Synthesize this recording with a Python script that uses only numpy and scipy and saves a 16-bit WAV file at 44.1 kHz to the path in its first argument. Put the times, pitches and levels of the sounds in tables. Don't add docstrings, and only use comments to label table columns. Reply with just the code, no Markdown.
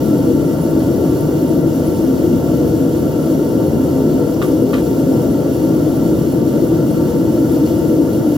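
import sys
import numpy as np
from scipy import signal
from scipy.fft import rfft, irfft
from scipy.io import wavfile
from scipy.ndimage import uniform_filter1d, minimum_filter1d, map_coordinates

SR = 44100
rng = np.random.default_rng(int(sys.argv[2]) if len(sys.argv) > 2 else 0)


def generate_wav(signal):
    frames = np.transpose(np.atleast_2d(signal))
    scaled = np.clip(frames, -1, 1) * 32767
    pcm = np.round(scaled).astype(np.int16)
    wavfile.write(sys.argv[1], SR, pcm)


N = 369116

# f/Hz, relative density/dB
BURNING_SPECTRUM = [(18, -75), (30, -78.5), (48, -61), (65, -50), (150, -44), (200, -51.5), (310, -36),
                    (390, -46.5), (520, -48), (700, -60), (1000, -71.5), (1400, -68), (1650, -79.5),
                    (2150, -79)]
# f/Hz, width/Hz, gain/dB
CHAMBER_RESONANCES = [(88, 8, 4), (99, 9, -3), (117.3, 4.4, 2.5), (163.8, 58, 7), (199, 7.6, -3.5),
                      (225.3, 28, 7), (249.7, 7.7, -15.5), (262.6, 13.4, 10), (293.5, 22, 2),
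                      (321.3, 26.5, 6), (362.2, 34, 6), (375.7, 7.1, -7.5), (400, 7, -5), (413, 9.2, 7),
                      (450, 11, -2.5), (482.6, 17.6, 7.5), (654, 35, 3), (677, 12, -4.5), (700.6, 18, 5),
                      (752, 30, -5), (779, 12, 6), (807, 24, -3.5), (906, 55, 14.5), (986, 16, -6),
                      (1013, 36, 7), (1164, 17, 9), (1242, 36, -9), (1362, 51, 7), (1680, 45, 8),
                      (1967, 48, 10)]
# t/s, share of the way out/1
SKIMMER_AWAY = [(2.2, 0.2), (3.2, 0.32), (3.6, 1), (5.5, 0.94), (6.3, 0.1), (7.1, 0)]
# f/Hz, width/Hz, gain/dB
CLEAR_MOUTH = [(264, 20, 3.5), (310, 58, -4), (405, 45, 4), (525, 39, 1.5), (760, 80, 2.5), (990, 50, 3)]
# f/Hz, density/(dB per Hz)
JET_SPECTRUM = [(600, -100), (1600, -86), (2300, -78), (3300, -79), (4000, -82.5), (5500, -80), (8300, -80),
                (10200, -77.5), (11500, -77), (12500, -78.5), (13400, -81.5), (14400, -78), (15800, -84)]
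# f/Hz, width/Hz, gain/dB
NOZZLE_TONES = [(2827, 92, 4.5), (4402, 70, 9), (4930, 80, 3.5), (5650, 300, 4.2), (7369, 139, 3),
                (9553, 300, 8), (10790, 110, 19)]
# t/s, relative level/dB, rattle gain/dB, dross spatter gain/dB
KNOCKS = [(4.4174, 0, -11.5, -.5), (4.471, -18, -17, -16), (4.733, -2, -4.5, -12), (4.7397, -17, -2, -17),
          (4.7645, -17, -11, -20), (4.782, -20, -14, -10)]
# f/Hz, relative level/dB, t60/s
TRAY_MODES = [(1170, -21.5, .1), (1220, -17, .045), (1285, -22, 0.049), (1420, -22, .065),
              (1620, -28, .035), (1803, -28, .13), (1990, -28, .15), (2230, -31, .1), (2390, -32, .1),
              (2485, -32, .11), (2830, -37, .07), (3110, -33, .11), (3630, -35, .1), (3830, -36, .1)]
# f/Hz, relative density/dB
RATTLE_SPECTRUM = [(600, -82), (1150, -60), (1600, -60), (2200, -61), (3100, -63.5), (3900, -66),
                   (5000, -74), (8000, -81), (9500, -88)]
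# f/Hz, relative density/dB
SPATTER_SPECTRUM = [(1500, -84), (4000, -75), (7000, -70.5), (9000, -63), (11200, -67), (12500, -68),
                    (15000, -81)]
# t/s, gain/dB
FLAKES = [(4.339, -67), (4.516, -69)]
# f/Hz, left minus right level/dB
PORT_BALANCE = [(62, -0.5), (127, 0), (191, 4), (245, 0.04), (324, 2.45), (442, 4), (595, 4.57),
                (728, 8.27), (861, 4.76), (1013, 1.5), (1294, -2.6), (1804, 0.1), (2592, -0.8),
                (4000, -0.2), (7000, 0)]
# f/Hz, lead of the left/rad
PORT_PHASE = [(60, 0), (700, .3), (1100, -.7), (1400, -.1), (1800, -1.9), (2150, -2.7), (2500, -3.2),
              (2800, -4.8), (3500, -6.2), (5000, -6.7), (7400, -7.8), (8400, -8.9), (8900, -9.4),
              (10450, -9.44), (10800, -10), (11300, -10.4), (12800, -11.3), (13300, -12.5)]
# f/Hz, likeness (0 to 1)/1
PORT_LIKENESS = [(30, 1), (60, 0.89), (130, 0.95), (190, 0.86), (260, 0.96), (450, 0.77), (600, 0.92),
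                 (780, 0.55), (1400, 0.82), (1900, 0.37), (2400, 0.88), (4000, 1), (7000, 0.11), (8600, 1),
                 (13000, 1)]

ROAR_DB, RUMBLE_DB = -14.5, -21
HEAVE_DB, HEAVE_PER_S = 0.11, 5
WAVER_DB, DETUNE = .6, .004
CHATTER_PER_S, CHATTER_DB, CHATTER_SPREAD_DB, CHATTER_T60_S = 250, -5.5, 5.5, 0.13
CRACK_DB, CRACK_T60_S = 1, .013
GRIT_DB, GRIT_PER_S = 4, 700
FLAKE_HZ, FLAKE_WIDTH_HZ, FLAKE_T60_S = 5500, 1100, 0.094
TOP_HZ = 15800

T = np.arange(N) / SR
F = np.maximum(np.fft.rfftfreq(N, 1 / SR), 1)


def flame():
    colour_db = across(BURNING_SPECTRUM) + bells(CHAMBER_RESONANCES)
    burn = at_ports() * yard() * undb(colour_db) * below(hz=2020, order=6)
    deep, body = below(hz=209, order=12), below(hz=573, order=10)
    rumble = level(irfft(burn * deep, N), RUMBLE_DB)
    roar = level(irfft(burn * np.sqrt(1 - deep ** 2) * body, N), ROAR_DB)
    rush = irfft(burn * np.sqrt(1 - body ** 2), N) * undb(-1.0 + 0.63 * walk(rate=25))
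    rumble = rumble * undb(WAVER_DB * walk(rate=9))
    roar = roar * undb(WAVER_DB * walk(rate=7.6))
    swirled = drift(mouth(rumble + roar + rush), DETUNE * walk(rate=6))
    return swirled * undb(HEAVE_DB * walk(rate=HEAVE_PER_S))


def mouth(fire):
    away = np.clip(np.interp(T, *np.transpose(SKIMMER_AWAY)), 0, 1)
    clear = irfft(rfft(fire) * undb(bells(CLEAR_MOUTH)), N)
    return fire + away * (clear - fire)


def gas_jet():
    spectrum_db = across(JET_SPECTRUM) + bells(NOZZLE_TONES)
    hiss = irfft(at_ports() * yard() * undb(spectrum_db), N)
    pressure = walk(rate=2.5)
    return drift(hiss, .0008 * pressure) * undb(0.15 * pressure + 0.64 * walk(rate=20))


def skimmer():
    rattle = irfft(white()[0] * undb(across(RATTLE_SPECTRUM)), N)
    crumbs = irfft(white()[0] * undb(across(SPATTER_SPECTRUM)), N) * undb(2.6 * walk(rate=600))
    grit = rattle * undb(GRIT_DB * walk(rate=GRIT_PER_S))
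    blows, chatter = contacts(count=20)
    metal = np.zeros(N)
    for hz, db, t60 in TRAY_MODES:
        pushes = blows + chatter * rng.choice([-1, 1], N)
        metal += undb(db) * ring(pushes, hz, t60).imag
    cracks = ring(undb(-7) * blows + chatter, 0, CRACK_T60_S).real
    loose = undb(CRACK_DB) * rattle * uniform_filter1d(cracks, size=25)
    for start, _, rattle_db, dross_db in KNOCKS:
        loose += undb(rattle_db) * grit * fade(start, t60=0.079, rise_s=0.001)
        loose += undb(dross_db) * crumbs * fade(start, t60=0.18, rise_s=0.0077)
    direct = irfft(rfft(undb(-5.5) * metal + loose) * yard() * port_phase(), N)
    echo = np.array([np.interp(T - .018, T, port) for port in direct])
    return direct + undb(-8.0) * echo


def contacts(count):
    blows, chatter = np.zeros((2, N))
    for start, db, *_ in KNOCKS:
        late = np.cumsum(rng.uniform(.4, 1.6, count)) / CHATTER_PER_S
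        size = undb(db + CHATTER_DB + CHATTER_SPREAD_DB * rng.standard_normal(count))
        blows[int(start * SR)] = undb(db)
        dying = np.exp(-np.log(1000) * late / CHATTER_T60_S)
        chatter[((start + late) * SR).astype(int)] += size * dying
    return uniform_filter1d(np.array([blows, chatter]), size=5)


def flakes():
    band = 1 / (1 + (2 * (F - FLAKE_HZ) / FLAKE_WIDTH_HZ) ** 2)
    tick = irfft(white()[0] * port_phase() * band, N)
    return tick * sum(undb(db) * fade(start, FLAKE_T60_S, rise_s=.001) for start, db in FLAKES)


def yard():
    taps = rng.standard_normal((2, N)) * fade(0, t60=0.073, rise_s=0.0022)
    taps /= np.sqrt(np.sum(taps ** 2, axis=1, keepdims=True))
    band = (1 - below(hz=473, order=4)) * below(hz=6800, order=10)
    return 1 + undb(-12) * rfft(taps) * band


def at_ports():
    common, apart = white()
    like = np.clip(across(PORT_LIKENESS), 0, 1)
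    sign = np.array([[1], [-1]])
    pair = common * np.sqrt((1 + like) / 2) + sign * apart * np.sqrt((1 - like) / 2)
    return pair * undb(sign * across(PORT_BALANCE) / 2) * port_phase()


def port_phase():
    return np.exp(1j * np.array([[1], [-1]]) * across(PORT_PHASE) / 2)


def ring(pushes, hz, t60):
    pole = np.exp((2j * np.pi * hz - np.log(1000) / t60) / SR)
    return signal.lfilter([1], [1, -pole], pushes + 1e-18)


def fade(start, t60, rise_s):
    age = np.maximum(T - start, 0)
    return (1 - np.exp(-age / rise_s)) * np.exp(-np.log(1000) * age / t60)


def drift(pair, share):
    place = np.arange(N) + np.cumsum(share)
    return np.array([map_coordinates(port, [place], order=5, mode="mirror") for port in pair])


def walk(rate):
    hold = max(int(SR / rate), 1)
    steps = np.repeat(rng.standard_normal(N // hold + 1), hold)
    smooth = uniform_filter1d(uniform_filter1d(steps, hold), hold)[:N]
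    return smooth / smooth.std()


def white():
    return rfft(rng.standard_normal((2, N))) * np.sqrt(SR / 2)


def bells(modes):
    return sum(db / (1 + (2 * (F - hz) / width) ** 2) for hz, width, db in modes)


def below(hz, order):
    return 1 / np.sqrt(1 + (F / hz) ** (2 * order))


def across(points):
    hz, value = np.transpose(points)
    return np.interp(np.log(F), np.log(hz), value)


def level(x, db):
    return x * undb(db) / x.mean(axis=0).std()


def undb(db):
    return 10 ** (np.asarray(db) / 20)


def scene():
    return flame() + gas_jet() + skimmer() + flakes()


def record(dry):
    headroom = np.minimum(1, .9 / np.maximum(np.abs(dry).max(axis=0), 1e-9))
    gain = uniform_filter1d(minimum_filter1d(headroom, size=601), size=601)
    ends = np.clip(np.minimum(T, T[-1] - T) / .004, 0, 1)
    top_cut = signal.ellip(10, .1, 80, TOP_HZ, fs=SR, output="sos")
    return signal.sosfilt(top_cut, dry * gain * ends)


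dry = scene()
out = record(dry)
generate_wav(out)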